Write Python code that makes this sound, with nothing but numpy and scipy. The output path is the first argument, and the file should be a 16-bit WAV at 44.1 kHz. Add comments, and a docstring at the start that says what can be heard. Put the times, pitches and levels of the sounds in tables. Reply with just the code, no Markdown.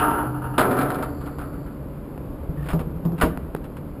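"""Steel gate and wooden door in a corridor

A barred steel gate shudders on its hinges, bangs into its frame and rattles to rest, each impact
exciting the modes of its bars. Then a handle is worked; a wooden door thumps in its frame, comes free
with a clunk and swings open. Concrete walls reverberate, and a low-rate sample-and-hold mirrors
the spectrum into a glassy treble."""
import sys
import numpy as np
from scipy import signal
from scipy.fft import rfft, irfft
from scipy.io import wavfile
from scipy.ndimage import uniform_filter1d

SR = 44100
rng = np.random.default_rng(int(sys.argv[2]) if len(sys.argv) > 2 else 0)


def wrap_up_sound(samples):
    """Save the sound to the file named by the first command line argument, as 16-bit audio."""
    columns = np.atleast_2d(samples).T
    # keep every value between -1 and 1, then stretch to whole-number steps
    tamed = np.clip(columns, -1, 1)
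    steps = np.round(tamed * 32767).astype(np.int16)
    wavfile.write(sys.argv[1], SR, steps)


N = 176400
T = np.arange(N) / SR

# bright snap as two metal parts first touch: frequency_hz, density_db
SNAP_SPECTRUM = [(1000, -24), (3000, -5), (5500, -12)]
# handle and latch metal: frequency_hz, density_db
LATCH_SPECTRUM = [(150, -25), (600, 0.5), (1300, 4.5), (2000, -6), (3000, -8.5), (4000, -17), (5600, -21)]
SNAP_T60_S = 0.031


def amp(db):
    """Decibels to amplitude ratio."""
    return 10 ** (np.asarray(db) / 20)


def unit(x):
    """Normalisation to rms 1."""
    return x / np.sqrt(np.mean(x ** 2) + 1e-20)


def read(points, hz):
    """Interpolation on a logarithmic frequency axis."""
    f, value = np.transpose(points)
    return np.interp(np.log(hz + 1), np.log(f + 1), value)


def add(mix, start_s, sound):
    """Superposition of a delayed sound on the mix."""
    part = mix[max(round(start_s * SR), 0):][:len(sound)]
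    part += sound[:len(part)]


def noise(spectrum, size):
    """Random phases under a given spectrum make coloured noise, rms 1."""
    hz = np.fft.rfftfreq(size, 1 / SR)
    return unit(irfft(amp(read(spectrum, hz)) * np.exp(2j * np.pi * rng.random(len(hz))), size))


def wander(rate_hz, size):
    """Low-passed noise gives a smooth random fluctuation, rms 1."""
    hz = np.fft.rfftfreq(size, 1 / SR)
    spectrum = np.exp(-(hz / rate_hz) ** 2 + 2j * np.pi * rng.random(len(hz)))
    return unit(irfft(spectrum * (hz > 0), size))


def burst(spectrum, t60, rise_s, size=32768):
    """Densely overlapping modes act as noise, each band decaying at its own rate."""
    hz, t, bands = signal.stft(noise(spectrum, size), SR, nperseg=256)
    decay = amp(-60 * t / np.maximum(read(t60, hz), 1e-3)[:, None])
    sound = signal.istft(bands * decay, SR, nperseg=256)[1][:size]
    return sound * np.minimum(T[:size] / rise_s, 1)


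def ring(modes, rise_s, size=44100, scatter=1):
    """Free vibration is a sum of damped sinusoids; with no scatter they start in phase."""
    hz, db, t60 = np.transpose(modes)[:, :, None]
    t, gain = T[:size], amp(db) / np.linalg.norm(amp(db))
    cycles = hz * t + scatter * rng.random(hz.shape)
    waves = gain * amp(-60 * t / t60) * np.sin(2 * np.pi * cycles)
    return np.sqrt(2) * waves.sum(0) * np.minimum(t / rise_s, 1)


def air():
    """Ambient noise: the dull, nearly steady rumble of the open building."""
    # rumble colour: frequency_hz, density_db
    spectrum = [(15, -41), (28, -4.5), (45, -2), (78, 0), (105, -11.5), (141, 0), (200, -9), (255, -7.5),
                (297, -5.5), (340, -12.5), (570, -14.5), (700, -23.5), (1100, -25), (1450, -31),
                (1900, -39.5), (2400, -41), (4000, -51), (5400, -54)]
    # rumble envelope: time_s, level_db
    levels = [(0, -34), (1.2, -34.5), (1.7, -34.5), (2.3, -33), (2.6, -33), (3.0, -33.5), (3.4, -33.5),
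              (4, -34.5)]
    return unit(noise(spectrum, N)) * amp(np.interp(T, *np.transpose(levels)))


def corridor(x):
    """Reverberation: convolution with the diffuse reflections from concrete walls."""
    # colour of the reflections: frequency_hz, density_db
    spectrum = [(60, 1), (400, -2), (1500, -10), (5500, -7)]
    # reverberation times: frequency_hz, t60_s
    decay = [(100, 1), (500, 0.63), (1500, 0.88), (5000, 0.39)]
    tail = burst(spectrum, decay, rise_s=0.014, size=44100)
    return signal.fftconvolve(x, tail / np.linalg.norm(tail))[:N]


def ticks(rustle_db=-6):
    """Close ticks are heard as direct sound only: a heavily damped pulse and a brief rustle."""
    # ticks: start_s, level_db
    events = [(2.178, -28.5), (3.3745, -20), (3.5498, -17)]
    # modes of the pulse: pitch_hz, level_db, t60_s
    modes = [(430, 1, 0.017), (820, 1.5, 0.0093), (1340, 1, 0.0066), (2400, -12.5, .006),
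             (4520, -27, 0.0017)]
    # rustle colour: frequency_hz, density_db
    spectrum = [(100, 3), (500, 19), (1200, -3.5), (2500, -9.5), (5500, -37.5)]
    # rustle damping: frequency_hz, t60_s
    decay = [(300, 0.027), (1200, 0.013), (5000, 0.0078)]
    out, t = np.zeros(N), T[:4096]
    pulse = sum(amp(db - 60 * t / t60) * np.sin(2 * np.pi * hz * t) for hz, db, t60 in modes)
    for s, db in events:
        rustle = amp(rustle_db) * burst(spectrum, decay, rise_s=0.0004, size=4096)
        add(out, s, amp(db) * (pulse / abs(pulse).max() + rustle))
    return out


def bolt_scrape(level_db=-46, grain_db=4):
    """Sliding friction: the bolt drags on its plate, swelling with pressure until it slips."""
    # friction envelope: time_s, gain_db
    drag = [(2.5, -51), (2.57, -11.5), (2.67, 0), (2.72, 1), (2.85, -50), (3.12, -50), (3.18, -2),
            (3.21, 12.5), (3.25, -37)]
    swell_db = np.interp(T, *np.transpose(drag))
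    return amp(level_db + swell_db) * noise(LATCH_SPECTRUM, N) * unit(amp(grain_db * wander(150, N)))


def panel_drone(pitch_hz=144.8, waver_hz=4):
    """Forced vibration: the door panel drones while the handle is pressed down."""
    # drone envelope: time_s, level_db
    levels = [(2.48, -70), (2.51, -34), (2.65, -29), (2.72, -51)]
    envelope = amp(np.interp(T, *np.transpose(levels))) * (T > levels[0][0]) * (T < levels[-1][0])
    cycles = np.cumsum(pitch_hz + waver_hz * wander(21, N)) / SR
    return envelope * np.sqrt(2) * np.sin(2 * np.pi * cycles)


def door_thumps(rise_s=0.0054):
    """Impact on the frame starts the door's low modes in phase, with a broadband knock."""
    # impacts: start_s, panel_db, sway_db, knock_db
    thumps = [(2.488, -25.5, -21.5, -38.5), (2.732, -18, -19, -22.5), (2.745, -20, -34, -32),
              (2.80, -45, -28, -30.5), (2.865, -23, -30, -53), (2.954, -30, -40, -54),
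              (3.053, -14.5, -36, -28), (3.119, -22.5, -45, -32.5), (3.232, -25.5, -14, -17.5)]
    # panel modes: pitch_hz, level_db, t60_s
    panel = [(167.3, -0.5, 0.22), (265.7, -20.5, 0.29), (348, -17, 0.23), (441, -21.5, 0.16)]
    # swaying modes: pitch_hz, level_db, t60_s
    sway = [(48, 5, 0.11), (69.6, 7.5, 0.11)]
    # knock colour: frequency_hz, density_db
    knock = [(40, -25), (120, 5.5), (330, -0.5), (700, -7), (1300, -14.5), (2000, -39), (5000, -36)]
    # knock damping: frequency_hz, t60_s
    decay = [(100, 0.14), (500, 0.24), (2000, 0.14)]
    out = np.zeros(N)
    for s, panel_db, sway_db, knock_db in thumps:
        add(out, s, amp(panel_db) * ring(panel, rise_s, size=22050, scatter=0))
        add(out, s, amp(sway_db) * ring(sway, rise_s, size=22050, scatter=0))
        add(out, s, amp(knock_db) * burst(knock, decay, rise_s=0.0011, size=16384))
    return out


def handle(snap_db=-13.5):
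    """Brief metal contacts in the latch give broadband clicks; the handle's spring resonates."""
    # latch contacts: start_s, level_db, t60_s
    clicks = [(2.686, -30, 0.14), (2.702, -32, 0.19), (2.733, -52, .12), (2.7918, -34, .06),
              (2.804, -40, .12), (3.0503, -41.5, 0.057), (3.2114, -18.5, 0.19), (3.562, -40, .06),
              (3.6416, -40.5, 0.06), (3.652, -46, 0.087), (3.7673, -40, 0.076)]
    # spring chirps: start_s, level_db
    chirps = [(2.5727, -47), (2.593, -46), (2.6276, -45)]
    # spring modes: pitch_hz, level_db, t60_s
    spring = [(1850, 2, .07), (1766, 2, 0.079), (2710, -17, .04)]
    out = np.zeros(N)
    for s, db, t60 in clicks:
        click = burst(LATCH_SPECTRUM, [(1000, t60)], rise_s=0.0013, size=16384)
        snap = burst(SNAP_SPECTRUM, [(1000, SNAP_T60_S)], rise_s=0.0004, size=4096)
        add(out, s, amp(db) * click)
        add(out, s, amp(db + snap_db) * snap)
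    for s, db in chirps:
        add(out, s, amp(db) * ring(spring, rise_s=0.0023, size=8192))
    return out


def door_release():
    """Transient excitation: the door jerks free in three clunks, each duller than the last."""
    # clunks: start_s, level_db, tilt_db_per_octave
    clunks = [(3.218, -13.5, 4), (3.238, -18.5, -1), (3.258, -24.5, -8)]
    # modes of a clunk: pitch_hz, level_db, t60_s
    modes = [(253.4, -1.5, 0.2), (317, -1.5, 0.17), (463, -0.5, 0.14), (630, 1.5, .1), (942, -3.5, .1),
             (1010, -6.5, 0.063), (1160, -4.5, .1), (1477, -5, 0.076), (1770, -18, 0.14),
             (1946, -8.5, 0.047), (2800, -11.5, 0.038), (3050, -18, 0.043)]
    out = np.zeros(N)
    for s, db, tilt in clunks:
        tilted = [(hz, level + tilt * np.log2(hz / 1000), t60) for hz, level, t60 in modes]
        add(out, s, amp(db) * ring(tilted, rise_s=0.0032, size=16384))
    return out


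def bar_singing(centre_hz=4540, width_hz=880):
    """The bars sing faintly in a narrow band: a high tone, amplitude-modulated by noise."""
    # singing envelope: time_s, level_db
    levels = [(.9, -71.5), (1.17, -64.5), (1.4, -69), (1.65, -70), (1.9, -80)]
    band = np.sqrt(2) * wander(width_hz / 2, N) * np.sin(2 * np.pi * centre_hz * T)
    return band * amp(np.interp(T, *np.transpose(levels)))


def gate_hum(waver_db=2, waver_hz=3, fade_db_per_s=100):
    """The gate's fundamental mode wavers in pitch and level as it swings."""
    # course of the fundamental: time_s, pitch_hz, level_db
    course = [(0, 128.7, -41.5), (.17, 123.8, -42), (.28, 126.1, -32.5), (.55, 125.1, -32.5),
              (.68, 130.5, -33.5), (.9, 135.3, -31.5), (1.1, 134.5, -45.5), (1.348, 130, -54),
              (1.552, 133, -41), (1.85, 140, -52)]
    s, hz, db = np.transpose(course)
    cycles = np.cumsum(np.interp(T, s, hz) + waver_hz * wander(9.8, N)) / SR
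    level_db = np.interp(T, s, db) + waver_db * wander(21, N) - fade_db_per_s * np.maximum(T - s[-1], 0)
    return np.sqrt(2) * np.sin(2 * np.pi * cycles) * amp(level_db)


def gate_throb(beat_hz=6.62, twin_db=-3.5, waver_hz=1.96, fade_db_per_s=130):
    """Beating: two close modes of the uprights interfere at their difference frequency."""
    # course of the upper mode: time_s, pitch_hz, level_db
    course = [(0, 303, -26.5), (.25, 303, -31), (.5, 302, -38.5), (.62, 290, -35), (.85, 288, -28.5),
              (1.03, 289, -34), (1.3, 289, -40), (1.7, 290, -44)]
    s, hz, db = np.transpose(course)
    cycles = np.cumsum(np.interp(T, s, hz) + waver_hz * wander(7.1, N)) / SR
    pair = np.sin(2 * np.pi * cycles) - amp(twin_db) * np.sin(2 * np.pi * (cycles - beat_hz * T))
    return pair * amp(np.interp(T, s, db) - fade_db_per_s * np.maximum(T - s[-1], 0))


def steel_impacts(blows, modes, dense_modes, contact, snap_db, detune=0.0028, grain_db=2.5):
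    """Impact excitation: each contact gives a gritty clash and a snap, then the bars ring freely."""
    # damping of the strong modes: frequency_hz, t60_s
    mode_decay = [(300, 0.65), (400, 0.92), (900, 0.54), (1500, 0.45), (3000, 0.38)]
    # damping of the dense modes: frequency_hz, t60_s
    dense_decay = [(150, 0.9), (350, 1), (800, 0.88), (1400, 0.48), (2500, 0.47), (5000, 0.59)]
    # damping of the clash: frequency_hz, t60_s
    clash_decay = [(300, 0.068), (1500, 0.21), (5000, 0.1)]
    out = np.zeros(N)
    for s, ring_db, clash_db in blows:
        # the changing contact shifts each mode from blow to blow
        bars = [(hz * (1 + detune * rng.standard_normal()), db, read(mode_decay, hz)) for hz, db in modes]
        clash = burst(contact, clash_decay, rise_s=0.00027, size=8192)
        grit = unit(amp(grain_db * wander(430, len(clash))))
        snap = burst(SNAP_SPECTRUM, [(1000, SNAP_T60_S)], rise_s=0.00037, size=4096)
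        add(out, s, amp(clash_db) * clash * grit)
        add(out, s, amp(clash_db + snap_db) * snap)
        add(out, s, amp(ring_db - 3) * burst(dense_modes, dense_decay, rise_s=0.0033))
        add(out, s, amp(ring_db - 2) * ring(bars, rise_s=0.0033))
    return out


def gate_shudder():
    """Repeated impacts at the hinges excite the modes of the swinging leaf."""
    # hinge impacts: start_s, ring_db, clash_db
    blows = [(0.0, -21, -23.5), (0.02, -19.5, -31), (0.045, -27, -34), (0.078, -26, -43), (0.108, -30, -30),
             (0.135, -26, -46), (0.1805, -26, -45), (0.235, -39, -51), (0.342, -36, -60),
             (0.4174, -35, -52), (0.4409, -35, -42.5), (0.5367, -36.5, -44)]
    # strong leaf modes: pitch_hz, level_db
    modes = [(380, -42), (423, -36), (727, -36), (788, -49), (835, -36), (926, -27.5), (1030, -69),
             (1175, -39), (1233, -34), (1346, -30.5), (1459, -48), (1701, -45.5), (2869, -52.5)]
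    # dense, weaker bar modes: frequency_hz, density_db
    dense_modes = [(80, -31), (220, 0.5), (420, -3.5), (560, -5.5), (800, -2), (1100, -1), (1450, 4.5),
                   (1750, -10.5), (2200, -22.5), (2900, -19.5), (3600, -32.5), (5500, -39.5)]
    # hinge clash: frequency_hz, density_db
    contact = [(100, -22), (500, -5), (950, -1), (1450, -0.5), (2100, -26), (2900, -8.5), (3800, -29),
               (5600, -32)]
    return steel_impacts(blows, modes, dense_modes, contact, snap_db=-22)


def gate_bang():
    """Inelastic collisions: the leaf strikes the frame and rebounds until it comes to rest."""
    # strike and rebounds: start_s, ring_db, clash_db
    blows = [(0.5795, -19, -14.5), (0.5925, -22, -17.5), (0.607, -21.5, -18), (0.65, -27, -56),
             (0.7088, -22, -28), (0.7667, -23, -33), (0.7871, -27.5, -24.5), (0.812, -24.5, -26),
             (0.8879, -40, -38), (0.902, -32, -28), (0.9443, -33.5, -29.5), (0.985, -32, -38),
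             (1.0256, -40, -27), (1.2092, -39.5, -41), (1.2605, -40.5, -36.5), (1.3848, -46.5, -35.5),
             (1.41, -37, -40), (1.53, -43, -52), (1.66, -44, -49)]
    # strong frame modes: pitch_hz, level_db
    modes = [(258, -25.5), (372, -28.5), (412, -39.5), (463, -36), (641, -38.5), (735, -33.5), (829, -40),
             (925, -41.5), (1034, -44), (1170, -34.5), (1319, -31.5), (1475, -48), (2363, -49.5)]
    # dense, weaker bar modes: frequency_hz, density_db
    dense_modes = [(80, -10), (170, -2.5), (230, -2.5), (380, -1.5), (600, -0.5), (800, -7), (1000, -4.5),
                   (1400, -1), (1800, -12), (2500, -22), (4000, -32.5), (5500, -38.5)]
    # clash of steel on steel: frequency_hz, density_db
    contact = [(100, -37), (400, 0.5), (900, 1.5), (1100, -1.5), (1350, 6), (1600, -7.5), (1900, -12.5),
               (2800, -17), (4200, -18.5), (5600, -27.5)]
    return steel_impacts(blows, modes, dense_modes, contact, snap_db=-16.5)


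def scene(gate_wet_db=-17.5, door_wet_db=-18.5):
    """Superposition of direct sound, reverberation and ambient noise, in mono."""
    gate = gate_shudder() + gate_bang()
    door = door_thumps() + handle() + door_release() + panel_drone() + bolt_scrape()
    reverberation = corridor(amp(gate_wet_db) * gate + amp(door_wet_db) * door)
    gate_tones = gate_hum() + bar_singing() + gate_throb()
    return (gate + door + reverberation + gate_tones + ticks() + air())[None]


def record(dry, hold_hz=12000, hold_steps=4, cutoff_hz=15350):
    """Spectral imaging: a zero-order hold at a low rate mirrors the sound upward, below a final cutoff."""
    # anti-aliasing low-pass: frequency_hz, gain_db
    guard = [(4600, 1), (5200, 2), (5550, -4.5), (5800, -10), (6100, -41), (6500, -70)]
    response = amp(read(guard, np.fft.rfftfreq(2 * N, 1 / SR)))
    guarded = irfft(rfft(dry, 2 * N) * response)[:, :N]
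    samples = signal.resample(guarded, N * hold_hz // SR, axis=1)
    held = signal.resample(np.repeat(samples, hold_steps, axis=1), N, axis=1)
    lowpass = signal.firwin(511, cutoff_hz, window=("kaiser", 9), fs=SR)
    return signal.oaconvolve(held, lowpass[None], "same")


dry = scene()
out = record(dry)
wrap_up_sound(out)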